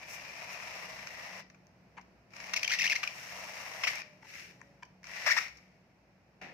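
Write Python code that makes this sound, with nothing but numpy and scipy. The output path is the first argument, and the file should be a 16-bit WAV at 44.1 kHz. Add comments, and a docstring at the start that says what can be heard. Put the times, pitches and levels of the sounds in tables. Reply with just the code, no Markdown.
"""A plastic pot with a small fig tree is turned on a table in a few pushes, close to a phone.
First its base hisses over fine grit and single grains crack; at 2 s the pot rocks and knocks.
From 2.5 s trapped grains judder into short rough squeaks that dip in pitch and recover.
From 4 s a dove coos far off and the pot knocks again; a last push squeaks at 5.3 s.
At 6.4 s a hand takes hold of a branch and jolts the pot. A quiet background murmurs throughout."""
import sys
import numpy as np
from scipy import signal
from scipy.fft import rfft, irfft, next_fast_len
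from scipy.io import wavfile

SR = 44100
rng = np.random.default_rng(int(sys.argv[2]) if len(sys.argv) > 2 else 0)


def to_wav(s):
    """Save 16-bit WAV."""
    ch = np.atleast_2d(s).T  # columns
    pcm = np.round(np.clip(ch, -1, 1) * 32767)  # PCM
    wavfile.write(sys.argv[1], SR, pcm.astype(np.int16))


N = 287990
TIME = np.arange(N) / SR
TOP_HZ = 15600

# wall response to fine scraping: f/Hz, gain/dB
SCRAPE_EQ = [(500, -20.5), (1100, -12), (1500, -3), (1900, 3.5), (2200, 2), (2550, 1), (3300, -9.5),
             (4400, -8.5), (5500, -3.5), (6500, -11.5), (8500, -29.5), (15000, -34)]
# grains catching under the rim: t/s, length/s, pitch at bottom of dip/Hz, relative level/dB
CATCHES = [(2.5352, 0.0092, 1183, -28.5), (2.561, 0.01, 2205, -29), (2.572, 0.0071, 2173, -30),
           (2.592, 0.0052, 2455, -39), (2.63, 0.0064, 2270, -27.5), (2.6446, 0.0072, 2800, -30.5),
           (2.6768, 0.0053, 2315, -27.5), (2.695, 0.011, 2710, -33.5), (2.705, 0.007, 1335, -31.5),
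           (2.7145, 0.011, 1735, -27.5), (2.727, 0.005, 2140, -29), (2.734, 0.0089, 1742, -27.5),
           (2.743, 0.013, 1895, -32), (2.786, 0.0088, 2800, -30.5), (2.793, 0.012, 1900, -29.5),
           (2.808, 0.0066, 2480, -28), (2.816, 0.0089, 2105, -27), (2.829, .004, 2600, -29.5),
           (2.8385, .016, 1794, -27.5), (2.855, 0.0062, 1946, -28), (2.864, 0.0063, 2255, -27.5),
           (2.875, 0.0068, 2680, -29.5), (2.897, .0045, 2160, -26), (2.904, 0.004, 2620, -28.5),
           (2.9115, 0.0045, 2500, -28), (2.9177, 0.006, 2190, -26), (2.924, 0.011, 1714, -28.5),
           (2.9525, 0.0052, 1810, -31), (2.958, 0.0091, 2050, -28), (3.031, .012, 1192, -30),
           (3.0736, 0.0064, 2360, -30.5), (3.835, 0.0099, 993, -27.5), (3.846, 0.0077, 2575, -30.5),
           (3.8698, .008, 1197, -29.5), (3.875, 0.0093, 1986, -26.5), (3.882, 0.011, 2214, -31.5),
           (5.262, 0.023, 580, -23), (5.285, 0.012, 1658, -25), (5.298, 0.0096, 1393, -26.5),
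           (5.307, 0.0073, 2275, -20.3), (5.312, 0.016, 1793, -22), (5.365, .012, 948, -26.5),
           (5.375, 0.0077, 1850, -23), (5.381, .008, 1197, -25.5), (5.387, 0.0046, 2250, -29.5)]


def undb(db):
    """Decibels to gain."""
    return 10 ** (np.asarray(db) / 20)


def unit(x):
    """Scale to rms 1."""
    return x / np.sqrt(np.mean(x ** 2) + 1e-20)


def along(points, hz):
    """Read (f/Hz, value) points on a log-frequency axis."""
    f, value = np.transpose(points)
    return np.interp(np.log(hz + 1e-3), np.log(f), value)


def colour(x, points):
    """Minimum-phase filter through (f/Hz, gain/dB) points."""
    size = next_fast_len(x.shape[-1] + 1024, real=True)
    size += size % 2
    cepstrum = irfft(np.log(undb(along(points, np.fft.rfftfreq(size, 1 / SR)))))
    cepstrum[1:size // 2] *= 2
    cepstrum[size // 2 + 1:] = 0
    return irfft(rfft(x, size) * np.exp(rfft(cepstrum)))[..., :x.shape[-1]]


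def resonate(x, hz, width_hz):
    """One resonance, gain 1 at its centre."""
    return signal.lfilter(*signal.iirpeak(hz, hz / width_hz, fs=SR), x)


def walk(rate_hz, size=N):
    """Random line segments, rms near 1."""
    at = np.arange(size) * rate_hz / SR
    knots = rng.standard_normal(int(at[-1]) + 2)
    return np.interp(at, np.arange(len(knots)), knots) * np.sqrt(3 / 2)


def add(out, x, start_s):
    """Mix in a stereo sound."""
    i = max(int(start_s * SR), 0)
    out[:, i:i + x.shape[1]] += x[:, :max(N - i, 0)]


def spread(pair):
    """Two unrelated signals become left and right: alike in the bass, apart in the treble."""
    # likeness of the two microphone ports: f/Hz, coherence/1
    coherence = [(100, 0.94), (300, 0.78), (700, 0.77), (1400, 0.13), (3000, 0), (6000, 0)]
    alike = along(coherence, np.fft.rfftfreq(N, 1 / SR))
    mid, side = irfft(rfft(pair) * np.sqrt([1 + alike, 1 - alike]), N)
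    return np.array([mid + side, mid - side]) / 2


def ports(pair):
    """Each microphone port hears its own colour; the left one faces the pot."""
    # port balance: f/Hz, left minus right/dB
    balance = [(400, 3), (700, 0), (1300, 5), (2400, 7), (3400, -2), (4400, -3.5), (5600, 3), (8000, 1.5),
               (13000, 7.5)]
    return np.array([colour(x, [(hz, sign * db / 2) for hz, db in balance])
                     for x, sign in zip(pair, (1, -1))])


def slide(dust_gain_db=6.5, flutter_db=1.0):
    """The base slides: grit and dust excite the wall, the pot's weight drags below them."""
    # heavy, soil-filled body: f/Hz, gain/dB
    drag_eq = [(150, -32.5), (380, -15.5), (500, -1.5), (650, 1), (800, 1), (1000, 3.5), (1400, -4.5),
               (2200, -33)]
    # finest dust: f/Hz, gain/dB
    dust_eq = [(3000, -39.5), (5500, 18.5), (7000, 9), (9500, 1), (11500, 3), (13500, 3), (15500, -4.5)]
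    hiss_env, drag_env, dust_env = friction()
    grit = rim_resonance(wall_ring(colour(grains(rate_hz=2500, scatter_db=1.0), SCRAPE_EQ)))
    drag = wall_ring(colour(grains(rate_hz=1500, scatter_db=.5), drag_eq))
    dust = colour(grains(rate_hz=5000, scatter_db=1.5), dust_eq)
    rub = hiss_env * unit(ports(grit)) + drag_env * unit(ports(drag))
    rub += undb(dust_gain_db) * dust_env * unit(ports(dust))
    return rub * undb(flutter_db * walk(90))


def grains(rate_hz, scatter_db):
    """Dense tiny slips of uneven size over a smooth rub."""
    hits = rng.random(N) < rate_hz / SR
    slips = hits * undb(scatter_db * np.minimum(rng.exponential(size=N), 5))
    return spread(rng.standard_normal((2, N)) * (unit(slips) + 1))


def friction(loose_grit_db=-13, loose_dust_db=-29):
    """Hiss, drag and dust envelopes: pushes, brief swells and what the judders shake loose."""
    # turning pushes: t/s, length/s, rise/s, fall/s, hiss/dB, swell/dB,
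    # drag re hiss/dB, dust re hiss/dB, creep/dB
    pushes = [(-0.05, 1.482, .04, 0.03, -51, 4, -7.5, -20.5, -32),
              (0.334, 0.76, 0.067, 0.12, -52.5, 3.5, -6, -19, -25),
              (1.137, 0.29, 0.092, 0.039, -51.5, 1.5, -5, -20.5, -36),
              (2.299, 0.86, 0.15, 0.078, -46, -0.5, -8, -21, -20.5),
              (3.063, 0.9, 0.094, 0.043, -46.5, 1, -11.5, -16, -24),
              (3.236, 0.7, 0.1, 0.045, -49, -3, -0.5, -29, -13.5),
              (3.864, 0.16, 0.023, 0.023, -41.5, 0.5, -12, -21.5, -19),
              (4.203, 0.39, 0.1, 0.16, -56.5, 8.5, -28, -18.5, -11),
              (5.025, 0.5, 0.071, 0.06, -51.5, 11, -11.5, -21, -10)]
    # brief swells, including short tails after squeaks: centre t/s, half width/s, hiss/dB, dust/dB
    swells = [(.125, 0.031, -53, -57), (.21, 0.062, -53.5, -75), (.53, 0.013, -47.5, -61),
              (.75, 0.034, -52, -73), (3.9, 0.0055, -43, -58), (3.957, 0.0032, -55, -52),
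              (5.332, 0.0027, -39, -74)]
    power = np.zeros((3, N))
    for start_s, length_s, rise_s, fall_s, db, swell_db, drag_db, dust_db, creep_db in pushes:
        envelope = push(start_s, length_s, rise_s, fall_s, swell_db, creep_db)
        power += np.outer(undb([db, db + drag_db, db + dust_db]), envelope) ** 2
    hiss, drag, dust = np.sqrt(power)
    swell_hiss, swell_dust = sum(np.outer(undb(levels_db), np.exp(-((TIME - at_s) / width_s) ** 2 / 2))
                                 for at_s, width_s, *levels_db in swells)
    shake = shaken()
    hiss = np.hypot(hiss, undb(loose_grit_db) * shake + swell_hiss)
    dust = np.hypot(dust, undb(loose_dust_db) * shake + swell_dust)
    return hiss, drag, dust


def push(start_s, length_s, rise_s, fall_s, swell_db, creep_db, creep_s=.15):
    """One push rises, swells towards its middle and falls into a short creep."""
    age_s = TIME - start_s
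    left_s = length_s - age_s
    creep = undb(creep_db) * np.exp(np.minimum(left_s, 0) / creep_s)
    arch = np.sin(np.pi * np.clip(age_s / length_s, 0, 1))
    return np.clip(age_s / rise_s, 0, 1) * np.clip(left_s / fall_s, creep, 1) * undb(swell_db * arch)


def shaken(settle_s=.043):
    """Each judder keeps the grit shaken up for a moment."""
    drive = sum(undb(db) * ((TIME >= start_s) & (TIME < start_s + length_s))
                for start_s, length_s, _, db in CATCHES)
    pole = np.exp(-1 / (settle_s * SR))
    return signal.lfilter([1 - pole], [1, -pole], drive)


def wall_ring(x):
    """Wall resonances lift narrow bands of the scraping."""
    # wall modes: f/Hz, width/Hz, gain/dB
    modes = [(640, 38, -2), (2030, 120, -11.5), (2360, 86, -7.5), (2750, 210, -5), (5300, 150, -18)]
    return x + sum(undb(db) * resonate(x, hz, width_hz) for hz, width_hz, db in modes)


def rim_resonance(x, width_hz=130):
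    """A narrow resonance glides and swells as the contact moves round the pot."""
    # resonance path: t/s, f/Hz, gain/dB
    glide = [(0, 2370, 1), (.55, 2480, 0.5), (.8, 2360, -8.5), (1.05, 1890, -4.5), (1.36, 2000, -3),
             (1.43, 2050, -14), (2.399, 2280, -4), (3.5, 2140, -18.5), (3.9, 1980, -0.5), (4.0, 2440, 5),
             (4.4, 2150, -22), (5.15, 1920, -3), (5.45, 2200, 5)]
    at_s, hz, db = np.transpose(glide)
    carrier = np.exp(2j * np.pi * np.cumsum(np.interp(TIME, at_s, hz)) / SR)
    pole = np.exp(-np.pi * width_hz / SR)
    baseband = signal.lfilter([1 - pole], [1, -pole], x * carrier.conj())
    return x + 2 * np.real(carrier * baseband) * undb(np.interp(TIME, at_s, db))


def squeaks(gain_db=-2.5, ring_db=3, ring_width_hz=450, steady_s=.009):
    """Each catch sounds from its place on the rim, where the wall adds a thin high ring."""
    # travelling catch spot: t/s, left lead at 2 kHz/rad, left minus right/dB, unloaded slip rate/Hz,
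    # upper range/dB, edge band/dB, ring/Hz
    spot = [(2.55, -0.89, 1, 3250, -3.5, -1, 5870), (3.05, -0.56, 1, 3090, -9.5, 3, 5960),
            (3.85, -1.02, 1, 2920, -9, 3.5, 5400), (5.3, 1.53, 3, 2500, -11.5, -9.5, 5580)]
    # squeak roughness: t/s, relative slip rate jitter/1, rasp/1
    roughness = [(2.55, .1, .5), (3.85, .11, .6), (5.3, .06, .36)]
    # band radiated unevenly round the rim: foot/Hz, centre/Hz, top/Hz
    edge_hz = (1980, 3000, 3850)
    out = np.zeros((2, N))
    spot_s, *spot_columns = np.transpose(spot)
    rough_s, *rough_columns = np.transpose(roughness)
    for start_s, length_s, low_hz, db in CATCHES:
        lead_rad, pan_db, free_hz, upper_db, edge_db, ring_hz = (
            np.interp(start_s, spot_s, column) for column in spot_columns)
        jitter, rasp = (np.interp(start_s, rough_s, column) for column in rough_columns)
        jitter *= min(length_s / steady_s, 1)  # short squeaks are steadier
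        force = stick_slip(length_s, low_hz, free_hz, lead_rad, jitter, rasp)
        sound = colour(radiate(force, upper_db), list(zip(edge_hz, (0, edge_db, 0))))
        rung = sound + undb(ring_db) * resonate(sound, ring_hz, ring_width_hz)
        gains = undb(db + gain_db + pan_db * np.array([[.5], [-.5]]))
        add(out, gains * unit(rung) * np.std(sound), start_s)
    return out


def stick_slip(length_s, low_hz, free_hz, lead_rad, jitter, rasp, attack_s=.00039, release_s=.001998):
    """A grain loads up and lets go: the slip rate dips and recovers, with a rasp on every slip."""
    total_s = length_s + release_s / 2
    size = max(int(total_s * SR), 64)
    t = TIME[:size]
    load = np.sin(np.pi * ((np.arange(size) + .5) / size) ** .75)  # peaks early
    hz = free_hz * (low_hz / free_hz) ** (load ** .55) * np.exp(jitter * walk(1500, size))
    phase = 2 * np.pi * np.cumsum(hz) / SR
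    k = np.arange(1, 13)[:, None]
    partials = undb(-6 * np.log2(k)) * (k * hz < TOP_HZ)
    # bending waves in the wall scatter the partials and reach the two ports out of step
    scatter_rad = 2 * np.pi * rng.random(k.shape)
    slips = np.array([np.sum(partials * np.sin(k * (phase - lag_rad * hz / 2000) + scatter_rad), axis=0)
                      for lag_rad in (0, lead_rad)])
    noise = rng.standard_normal((2, size)) * (1 + .31 * np.cos(phase))
    contact = np.clip(np.minimum(t / attack_s, (total_s - t) / release_s), 0, 1)
    swell = 1 + .45 * load ** 2
    return (unit(slips) + 2 * rasp * unit(noise)) * contact * swell * undb(.52 * walk(694, size))


def radiate(force, upper_db, split_hz=3180):
    """The wall radiates a judder; upper_db sets how bright the squeak sounds."""
    # wall response to a judder: f/Hz, gain/dB
    judder_eq = [(250, -38), (550, -17), (1000, -8.5), (1400, -8), (1900, 2.5), (2600, 5), (3100, -1),
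                 (3700, -2.5), (4400, -2), (5300, 1.5), (6100, -4), (7000, -11), (9000, -22),
                 (12500, -16.5), (15500, -27)]
    sound = ports(colour(np.pad(force, ((0, 0), (0, 400))), judder_eq))
    lower, upper = (unit(signal.sosfiltfilt(signal.butter(4, split_hz, side, fs=SR, output="sos"), sound))
                    for side in ("low", "high"))
    return (lower + undb(upper_db) * upper) * np.sqrt(force.shape[1] / sound.shape[1])


def knocks(gain_db=.5):
    """The pot rocks and settles: its rim grinds down for milliseconds and rings the hollow body."""
    # landings: t/s, length/s, level/dB, tuning/1, boom/dB, edge/dB, upper/dB, top/dB, crack re ring/dB
    landings = [(1.968, .008, -53, .95, 3, 6, -8, -3, -14), (1.9765, .009, -44, .94, 3.5, 3, -12, -3, -17),
                (1.99, .0065, -52, .87, 4, 7, -10, -8, -18), (4.225, .008, -53, .86, 2, 5, -6, -6, -9),
                (4.247, .01, -54, .89, 2, 4, -2, 0, -9), (4.604, .004, -60, 1, 8, -6, -12, -8, -16),
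                (4.6146, .0012, -41, .97, -9, -16, -20, 6, -13),
                (4.8245, .0048, -47, .97, 2, -8, -14, -10, -14),
                (4.8302, .0037, -42.5, .98, -2, -1, -4, -2, -8)]
    # hollow body modes: f/Hz, nominal width/Hz, level/dB
    modes = [(620, 140, -17), (1020, 110, 3), (1850, 180, 0), (2310, 190, 0), (2950, 110, -9),
             (4570, 180, -11), (5900, 400, -17), (7000, 250, -25)]
    # tone bands, f/Hz each: boom, middle, edge, upper, top
    bands_hz = (1050, 1860, 2590, 4400, 5800)
    out, t = np.zeros((2, N)), TIME[:2500]
    for start_s, length_s, db, tuning, boom_db, edge_db, upper_db, top_db, crack_db in landings:
        force = (rng.standard_normal(len(t)) + .5 * rng.standard_normal((2, len(t)))) * (t < length_s)
        tone = list(zip(bands_hz, (boom_db, 0, edge_db, upper_db, top_db)))
        body = np.zeros_like(force)
        for hz, width_hz, mode_db in modes:
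            once = resonate(force, hz * tuning, 2 * width_hz)
            twice = resonate(once, hz * tuning, 2 * width_hz)  # keeps the valleys dark
            body += undb(mode_db + along(tone, hz)) * unit(twice)
        crack = undb(crack_db) * unit(ports(colour(force, SCRAPE_EQ)))
        knock = unit(unit(ports(body)) + crack)
        add(out, knock * np.sqrt(length_s / t[-1]) * undb(db + gain_db), start_s)
    return out


def ticks():
    """A grain cracking under the rim gives a brief burst in the wall, each with its own brightness."""
    # cracking grains: t/s, relative level/dB, decay/s, treble/dB
    cracks = [(.105, -38, .0036, 4), (.364, -37, .003, 8), (.531, -35, .003, 3), (.674, -38, .003, 0),
              (.755, -39, .003, 6), (1.0715, -26.5, .0028, 0), (1.25, -37, .003, 3), (1.423, -43, .002, 4),
              (1.5005, -42, .0028, 0), (1.5459, -48.5, .006, -2), (1.6686, -48.5, .0013, 12),
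              (2.0124, -49, .005, 3), (2.306, -53, .002, 10), (2.3356, -38.5, .004, 0),
              (2.3655, -33.5, .0025, 6), (2.4015, -31.5, .0036, 1), (2.441, -31, .0025, 0),
              (2.495, -30, .0025, 0), (3.954, -33, .003, 14), (4.0183, -26, .002, 0),
              (4.8514, -52, .004, 12), (5.0315, -42.5, .0025, 1), (5.0419, -35.5, .0036, 3),
              (5.053, -39, .0025, 2), (5.0689, -34, .0036, 4), (5.3002, -15, .001, -1),
              (5.3128, -17.5, .0008, 3), (5.3862, -19.5, .001, 0), (5.4105, -25, .002, -3),
              (5.481, -33, .003, 1), (5.571, -47.5, .008, 16), (5.585, -47, .0025, -3)]
    # snap spectrum: f/Hz, gain/dB
    snap_eq = [(500, -14.5), (1100, 3), (1900, 7.5), (2500, 11), (3300, -13), (4400, -6), (5500, 2.5),
               (6500, -2.5), (8500, -26.5), (15000, -26.5)]
    out, t = np.zeros((2, N)), TIME[:1500]
    for start_s, db, decay_s, treble_db in cracks:
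        fade = np.exp(-t / decay_s)
        snap = colour(rng.standard_normal((2, len(t))) * fade, snap_eq)
        burst = unit(ports(colour(snap, [(2600, 0), (4600, treble_db)])))
        add(out, burst * np.sqrt(np.mean(fade ** 2)) * undb(db) / 2, start_s)
    return out


def jolt(start_s=6.413, level_db=-52, attack_s=.0011, shudder_s=.2, scuff_db=8, scuff_s=.068):
    """The gripped tree shakes the soil-filled pot: a dull shudder and a short scuff of the base."""
    # shudder spectrum: f/Hz, gain/dB
    shudder_eq = [(70, -21), (130, -10), (195, 0), (250, -1), (320, -4), (500, -5), (750, -2), (1100, -12),
                  (4000, -56)]
    age_s = np.maximum(TIME - start_s, 0)
    shudder = unit(colour(spread(rng.standard_normal((2, N))), shudder_eq)) * np.exp(-age_s / shudder_s)
    scrape = colour(grains(rate_hz=4100, scatter_db=1.0), SCRAPE_EQ)
    dulled = colour(scrape, [(2400, 1.5), (5500, -8), (12000, -2.5)])
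    scuff = undb(scuff_db) * unit(ports(dulled)) * np.exp(-age_s / scuff_s)
    return (shudder + scuff) * undb(level_db) * (1 - np.exp(-age_s / attack_s))


def room(x, t60_s=.33, gain_db=-12.5, first_echo_s=.0006):
    """Diffuse echoes of the table and nearby walls."""
    t = TIME[:SR // 2]
    tail = rng.standard_normal((2, len(t))) * undb(-60 * t / t60_s) * (t > first_echo_s)
    tail /= np.sqrt(np.sum(tail[0] ** 2))
    tail = colour(tail, [(300, 2), (2200, 3.5), (5500, 5.5), (12000, -17)])
    return x + undb(gain_db) * signal.fftconvolve(x, tail, axes=1)[:, :N]


def dove(waver=.0092):
    """Three soft, nearly pure coos from far away."""
    # coos: t/s, length/s, f/Hz, level/dB
    coos = [(3.99, .25, 603, -68), (4.19, .3, 563, -73.5), (4.55, .31, 566, -73.5)]
    out = np.zeros((2, N))
    for start_s, length_s, hz, db in coos:
        size = int(length_s * SR)
        phase = 2 * np.pi * np.cumsum(hz * (1 + waver * walk(26, size))) / SR
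        coo = unit(np.sin(phase) * np.sin(np.pi * np.arange(size) / size)) * undb(db)
        add(out, np.array([coo, coo]), start_s)
    return out


def background(air_db=-63.5, fade_db=-4):
    """Soft wavering noise and a few low drones; both slowly ease."""
    # noise spectrum: f/Hz, gain/dB
    air_eq = [(20, -34.5), (35, -27), (50, -30.5), (100, -6), (200, -9), (280, -11.5), (420, -15),
              (650, -12.5), (1200, -22), (1900, -21), (2500, -21), (3400, -36), (5500, -30), (8500, -49),
              (15000, -46.5)]
    # room drones: f/Hz, width/Hz, level/dB
    drones = [(61.6, 6.4, -76), (124, 24, -77.5), (151.6, 12, -75), (185.8, 7, -69)]
    murmur = unit(colour(spread(rng.standard_normal((2, N))), air_eq)) * undb(air_db + .8 * walk(4))
    for hz, width_hz, db in drones:
        wander = walk(2 * width_hz) + 1j * walk(2 * width_hz)
        murmur += undb(db) * unit(np.real(wander * np.exp(2j * np.pi * hz * TIME)))
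    return murmur * undb(fade_db * (TIME / TIME[-1] - .5))


def scene():
    """The turning pot in its surroundings."""
    return room(slide() + squeaks() + knocks() + ticks() + jolt()) + background() + dove()


def record(dry):
    """The phone cuts the top treble."""
    return signal.sosfilt(signal.ellip(10, .2, 70, TOP_HZ, fs=SR, output="sos"), dry)


dry = scene()
out = record(dry)
to_wav(out)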